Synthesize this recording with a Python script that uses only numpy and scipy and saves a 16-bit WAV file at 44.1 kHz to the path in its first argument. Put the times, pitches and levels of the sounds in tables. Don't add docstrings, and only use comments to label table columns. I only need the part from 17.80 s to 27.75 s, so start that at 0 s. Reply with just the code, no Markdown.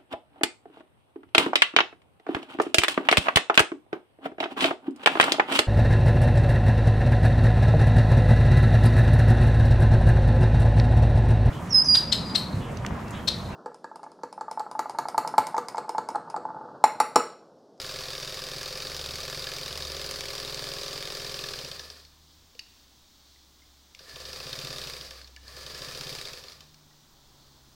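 import sys
import numpy as np
from scipy import signal
from scipy.fft import rfft, irfft, next_fast_len
from scipy.io import wavfile
from scipy.ndimage import uniform_filter1d

SR = 44100
rng = np.random.default_rng(int(sys.argv[2]) if len(sys.argv) > 2 else 0)


def magnitude_from_level(level_db):
    exponent = np.asarray(level_db, float) / 20
    return 10 ** exponent


def generate_wav(sig):
    pcm = np.round(np.clip(np.atleast_2d(sig).T, -1, 1) * 32767).astype(np.int16)
    wavfile.write(sys.argv[1], SR, pcm)


N = 438778
T = np.arange(N) / SR

# [f/Hz, level/dB]
HISS_COLOUR = [(25, -9), (75, -12.5), (150, -17), (310, -15.5), (480, -24), (1000, -19), (1500, -20),
               (2700, -20.5), (3500, -12.5), (4400, -13), (6000, -16.5), (9500, -28), (12000, -31.5),
               (15800, -22)]
# [t/s, level/dB]
MURMUR = [(4.5, -13), (6, -13), (9, -10.5)]
# [start t/s, length/s, first f/Hz, last f/Hz, level/dB]
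ENGINES = [(-.3, 2.9, 74.5, 69.4, -61.5), (.95, 0.88, 68.7, 77, -50.5), (1.808, .7, 79, 62.2, -49),
           (2.296, 0.96, 67.4, 47, -56.5), (3.096, 1.88, 66.5, 79.3, -58.5), (4.7, 2.35, 68.8, 66.5, -66),
           (6.305, 0.65, 64.5, 73.7, -57), (6.803, 1.8, 62.7, 68, -54.5), (4.15, 0.62, 151.4, 158.7, -69.5),
           (7.99, 1.1, 71.6, 75, -64), (8.65, 0.76, 152.7, 147, -63), (9.3, 1.3, 141.7, 126, -66.5),
           (9.4, .8, 70, 68, -68)]
# [t/s, peak level/dB]
CLICKS = [
    (4.7507, -46),
    (4.793, -25.5),
    (6.149, -33),
    (7.5637, -34),
]
# [t/s, f/Hz, level/dB]
KNOCKS = [(4.751, 480, -51.5), (5.56, 1990, -57), (5.82, 2100, -56), (9.11, 1910, -59), (7.57, 1730, -45.5)]
# [f/Hz, level/dB, t60/s]
LEVER_RING = [(2500, -1, 0.014), (2850, 8.5, 0.011), (3570, 4, 0.01), (4000, -3, 0.015), (4600, 1.5, 0.027),
              (5150, 5.5, 0.014), (5700, -12, 0.0087), (6400, -20, 0.0064), (7070, -17, .005),
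              (9900, -24, .004)]
# [t/s, turns per s]
SPEED = [(0.0, 20.887), (0.823, 20.88), (1.691, 21.048), (2.423, 20.719), (2.81, 20.797), (3.706, 20.766),
         (4.331, 0.0), (6.109, 0.0), (6.451, 12.248), (6.713, 16.424), (7.022, 18.458), (7.323, 8.176),
         (7.579, 0.0), (7.783, 9.595), (8.043, 15.027), (8.331, 17.769), (8.611, 8.628), (8.971, 0.0)]
# [t/s, level/dB]
LEATHER = [(0, -3.5), (1.4, -1.5), (2.4, -1), (3.3, 0), (3.5, -11), (6.8, -3), (7.1, -0.5), (8.1, -2),
           (8.38, 1), (8.45, 1)]
# [f/Hz, level/dB]
WHIR_COLOUR = [(20, -30), (100, -6), (200, -13.5), (350, -15.5), (520, -3), (860, -17), (1300, -13.5),
               (2000, -13), (2900, -12.5), (4900, -5), (6300, -14.5), (7700, -18), (11000, -24.5),
               (15800, -23)]
# [f/Hz, width/Hz, level/dB]
CASE = [(1157, 370, 7), (1656, 30, 0.5), (2450, 210, 3), (3390, 59, -2.5), (4730, 250, 4.5),
        (9700, 450, 3.5)]
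# [share of turn, level/dB]
WHIR_SWELL = [(0, 7), (.2, 6), (.33, 4), (.45, 7), (.6, 7.5), (.72, 5), (.92, 3), (1, 3.5)]
# [multiple of the turn rate, level/dB]
UNBALANCE = [(1, 6), (2, 1.5)]
# [share of turn, level/dB]
THUMPS = [(.05, -3.5), (.41, -7), (.22, -13), (.6, -14), (.78, -14)]
# [f/Hz, level/dB, t60/s]
BED_RING = [(398, 3.5, .14), (420, 0, .14), (441, -3, .14), (500, 2, .14), (522, 6, .14), (587, -4, .12),
            (630, -4, .1)]
# [f/Hz, level/dB, t60/s]
BED_ON_SEAM_RING = [(394, 7, .14), (415, 5, .14), (436, -2, .14), (479, -1, .14), (539, 8, .14),
                    (581, -3, .12), (667, -8, .1)]
# [f/Hz, level/dB, t60/s]
TABLE_RING = [(134.6, 6.5, 0.11), (147, -5, 0.23), (266, -7, 0.17)]
# [f/Hz, level/dB, t60/s]
FEED_RING = [(1700, -11, .008), (2320, -1, 0.011), (2780, -3, 0.0081), (3570, -1, 0.0088),
             (4360, 6.5, 0.025), (4850, 7, 0.012), (5600, 1, 0.0086)]
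# [t/s, peak level/dB]
TICKS = [
    (4.2507, -41),
    (6.2958, -36),
    (6.513, -35),
    (7.4153, -36),
    (7.445, -39),
    (7.6807, -33.5),
    (8.4742, -26),
    (8.684, -32),
    (8.7208, -34.5),
    (8.944, -43),
]
# [f/Hz, level/dB, t60/s]
HOOK_RING = [(3695, 1.8, .011), (3110, -15, 0.051), (4305, -2, 0.014), (4920, 3.5, 0.007),
             (12500, -12, 0.0033), (14400, -34, 0.0027)]
# [f/Hz, level/dB, t60/s]
SHUTTLE_RING = [(5630, 5.5, 0.017), (2600, 7, 0.01), (1700, 4, 0.019), (1180, -4, 0.039)]
# [f/Hz, level/dB, t60/s]
NEEDLE_RING = [(3840, 4.5, 0.011), (4470, -2.5, 0.02), (4900, 9, 0.0046), (6180, -0.5, 0.0059),
               (7140, -24, 0.012), (8150, -24, 0.0033), (9500, -4.5, 0.0044), (12300, -38, 0.0036),
               (14200, -16, 0.0054), (2355, -8.5, 0.022), (1150, -16, 0.028)]

HOOK_LAW, SNAP_LAW, WHIR_LAW = (-28.5, 3.36, 0.32), (-24.5, 10.4, 0.3), (-40, 6.26, 0.83)
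BED_LAW, TABLE_LAW, BELT_LAW = (-47.5, 4.9, 0.58), (-54.5, 5.5, 0.3), (-59.5, 1.9, 6.4)


def level(x):
    return x / np.sqrt(np.mean(x ** 2))


def curve(rows):
    s, *columns = np.transpose(rows)
    return [np.interp(T, s, c) for c in columns]


def walk(rate):
    hold = int(SR / rate)
    steps = np.repeat(rng.standard_normal(N // hold + 1), hold)
    return 0.7 * uniform_filter1d(uniform_filter1d(steps, hold), hold)[:N]


def coloured(x, tone, peaks=()):
    size = next_fast_len(N)
    hz = np.arange(size // 2 + 1) * SR / size + 1
    tone_hz, tone_db = np.transpose(tone)
    db = np.interp(np.log(hz), np.log(tone_hz), tone_db)
    for f, width, peak_db in peaks:
        db = db + peak_db / (1 + (2 * (hz - f) / width) ** 2)
    return level(irfft(rfft(x, size) * magnitude_from_level(db), size)[:N])


def blows(s, db, rattle_ms, modes, rough=0.61):
    size = int(max(m[2] for m in modes) * SR) + 512
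    k = np.arange(512) / (rattle_ms * SR / 1000)
    rattle = k * np.exp(-k) * rng.standard_normal((len(s), 512))
    rattle = rattle / np.sqrt(np.sum(rattle ** 2, axis=1, keepdims=True))
    tap = np.arange(512) == np.argmax(k > 1 / 2)
    hit = rough * rattle + (1 - rough) * tap
    edge = signal.butter(4, min(m[0] for m in modes) * 5 / 6, "high", fs=SR, output="sos")
    hit = signal.sosfilt(edge, np.pad(hit, ((0, 0), (0, size - 512))))
    sound = 0
    for hz, mode_db, t60 in modes:
        p = np.exp(2j * np.pi * hz / SR - np.log(1000) / (t60 * SR))
        sound = sound + magnitude_from_level(mode_db) * signal.lfilter([p.imag], [1, -2 * p.real, abs(p) ** 2], hit)
    sound = sound * (magnitude_from_level(db) / np.max(np.abs(sound), axis=1))[:, None]
    out = np.zeros(N + SR)
    for t, row in zip(s, sound):
        out[int(t * SR) + 1024:][:size] += row
    return out[1024:N + 1024]


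def air():
    noise = coloured(rng.standard_normal(N), HISS_COLOUR)
    low = signal.sosfilt(signal.butter(2, 1300, fs=SR, output="sos"), noise)
    rustle = signal.sosfilt(signal.butter(1, [3200, 5200], "band", fs=SR, output="sos"), noise)
    restless = rustle * (magnitude_from_level(2 * walk(11)) - 1)
    treble = level(noise - low + restless) * magnitude_from_level(walk(7) / 2)
    murmur = level(low) * magnitude_from_level(curve(MURMUR)[0] + walk(3.3) + 8.0)
    return magnitude_from_level(-58.5) * (murmur + treble)


def street():
    out, waver_hz, flutter = 0, 1.1 * walk(7.4), magnitude_from_level(2 * walk(7))
    for start, length, first_hz, last_hz, db in ENGINES:
        share = np.clip((T - start) / length, 0, 1)
        hz = first_hz + (last_hz - first_hz) * share + waver_hz
        swell = np.sin(np.pi * share ** 0.7) ** 0.84
        out = out + np.sqrt(2) * magnitude_from_level(db) * swell * np.sin(2 * np.pi * np.cumsum(hz) / SR)
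    return out * flutter


def room(x, t60=0.68, wet_db=-12):
    t = T[:SR // 2]
    tail = rng.standard_normal(len(t)) * np.exp(-np.log(1000) * t / t60) * (t > 0.004)
    dull = signal.lfilter([1], [1, -0.3], tail)
    tail = signal.sosfilt(signal.butter(2, 800, "high", fs=SR, output="sos"), dull)
    return x + magnitude_from_level(wet_db) * signal.fftconvolve(x, tail / np.sqrt(np.sum(tail ** 2)))[:N]


def lever():
    s, db = np.transpose(CLICKS)
    out = blows(s - 1 / 1000, db - 1.0, 1.15, LEVER_RING, rough=0.74)
    for t, hz, knock_db in KNOCKS:
        out = out + blows([t], np.array([knock_db]), 0.22, [(hz, 0, 0.055)], rough=0.05)
    return out


def shaft():
    speed, = curve(SPEED)
    angle = 0.063 + np.cumsum(speed + 1e-6) / SR
    full_pull = 69
    pull = uniform_filter1d(np.clip(np.gradient(speed) * SR / full_pull, -1, 1), SR // 20)
    return speed, angle, pull


def loudness(law, speed, pull):
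    db, halving_db, pull_db = law
    creep, full_speed, stall = 1.4, 19.5, 0.07
    pulling = np.maximum(pull, 0)
    effort = np.maximum(speed - creep, 0) / full_speed + stall * pulling + 1 / 500
    return db + halving_db * np.log2(effort) + pull_db * pulling


def when(angle, share):
    return np.interp(np.arange(int(angle[-1]) + 1) + share, angle, T)


def chance(angle):
    return rng.standard_normal(int(angle[-1]) + 1)


def shake(speed, angle, pull):
    sway = sum(magnitude_from_level(db) * np.sin(2 * np.pi * k * angle) for k, db in UNBALANCE)
    hum = magnitude_from_level(-62) * np.maximum(pull, 0) * np.sin(2 * np.pi * 95.4 * T)
    return sway * (0.04 * speed) ** 2 * magnitude_from_level(-56) + hum


def gear_whir(angle, whir_db):
    uneven_db = 0.9 * rng.exponential(size=N) + 1.2 * walk(250) + 0.5 * walk(40)
    grains = rng.standard_normal(N) * magnitude_from_level(uneven_db)
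    swell_db = np.interp(angle % 1, *np.transpose(WHIR_SWELL))
    return coloured(grains * magnitude_from_level(swell_db), WHIR_COLOUR, CASE) * magnitude_from_level(whir_db)


def belt(speed, angle, pull, whir_db):
    rub = coloured(rng.standard_normal(N), [(1000, -40), (3000, -40)], [(1750, 420, 40)])
    slip_db = 2.2 * np.cos(2 * np.pi * (angle - 0.55))
    db = loudness(BELT_LAW, speed, pull) + 0.5 + np.minimum(whir_db + 50.5, 0)
    return rub * magnitude_from_level(slip_db + db + 2 * walk(12) + 2 * walk(40))


def bed_thumps(speed, angle, pull):
    s = when(angle, 0)
    thick = (s > 2.06) & (s < SPEED[5][0])
    bed = 0
    for share, db in THUMPS:
        blow_db = db + 0.64 * chance(angle)
        thin_s, seam_s = when(angle, share), when(angle, share * 1.069)
        bed = bed + blows(thin_s[~thick], blow_db[~thick], 0.23, BED_RING, rough=0.22)
        bed = bed + blows(seam_s[thick], blow_db[thick] + 0.8, 0.23, BED_ON_SEAM_RING, rough=0.22)
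    return level(bed) * magnitude_from_level(loudness(BED_LAW, speed, pull) - 2.5)


def table_thumps(speed, angle, pull):
    boom = blows(when(angle, 0.82), 2.0 * chance(angle), 0.13, TABLE_RING, rough=0.073)
    tune, width, tune_db = 17, 1.7, 7
    db = loudness(TABLE_LAW, speed, pull) + tune_db / (1 + ((speed - tune) / width) ** 2)
    return level(boom) * magnitude_from_level(uniform_filter1d(db, SR // 10) - 2.0)


def feed_ticks(angle, hook_db):
    s = when(angle, 0.58 + 0.015 * chance(angle))
    feed = blows(s, hook_db - 14 + 2.2 * chance(angle), 1.5, FEED_RING)
    lone_s, lone_db = np.transpose(TICKS)
    return feed + blows(lone_s - 0.001, lone_db, 1.0, FEED_RING)


def hook_knocks(angle, hook_db):
    s = when(angle, 0)
    hook = blows(s - 1 / 1500, hook_db + 2.0, 0.81, HOOK_RING, rough=0.64)
    return hook + blows(s + 1 / 500, hook_db - 5.0 + 1.8 * chance(angle), 0.6, SHUTTLE_RING)


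def needle_snaps(speed, angle, pull):
    s = when(angle, 0.415)
    coasting = np.maximum(-pull, 0) * (21 / (speed + 4) - 0.8)
    s = s + 0.0048 * np.interp(s, T, coasting)
    db = np.interp(s, T, loudness(SNAP_LAW, speed, pull) + curve(LEATHER)[0])
    return blows(s, db + 0.66 * chance(angle) + 3.5, 0.48, NEEDLE_RING, rough=0.55)


def machine():
    speed, angle, pull = shaft()
    whir_db = loudness(WHIR_LAW, speed, pull)
    hook_db = loudness(HOOK_LAW, speed, pull) - 0.27 * curve(LEATHER)[0]
    hook_db = np.interp(when(angle, 0), T, hook_db) + 1.5 * chance(angle)
    out = shake(speed, angle, pull) + gear_whir(angle, whir_db) + belt(speed, angle, pull, whir_db)
    out = out + bed_thumps(speed, angle, pull) + table_thumps(speed, angle, pull)
    out = out + feed_ticks(angle, hook_db) + hook_knocks(angle, hook_db)
    return out + needle_snaps(speed, angle, pull)


def scene():
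    mono = air() + street() + room(lever() + machine())
    return np.array([mono, mono])


def roll_off(x):
    return signal.sosfilt(signal.butter(12, 16890, fs=SR, output="sos"), x)


def record(dry):
    high = signal.butter(2, 7000, "high", fs=SR, output="sos")
    treble = uniform_filter1d(np.abs(signal.sosfilt(high, dry[0])), 512)
    hiss = signal.sosfilt(high, rng.standard_normal(N)) * treble
    side = magnitude_from_level(-33) * walk(2000) * dry[0] + magnitude_from_level(-19.0) * hiss
    top = signal.ellip(8, 0.1, 45, 15850, fs=SR, output="sos")
    mix = signal.sosfiltfilt(top, dry + np.array([side, -side]))
    return roll_off(mix)


dry = scene()
out = record(dry)
generate_wav(out)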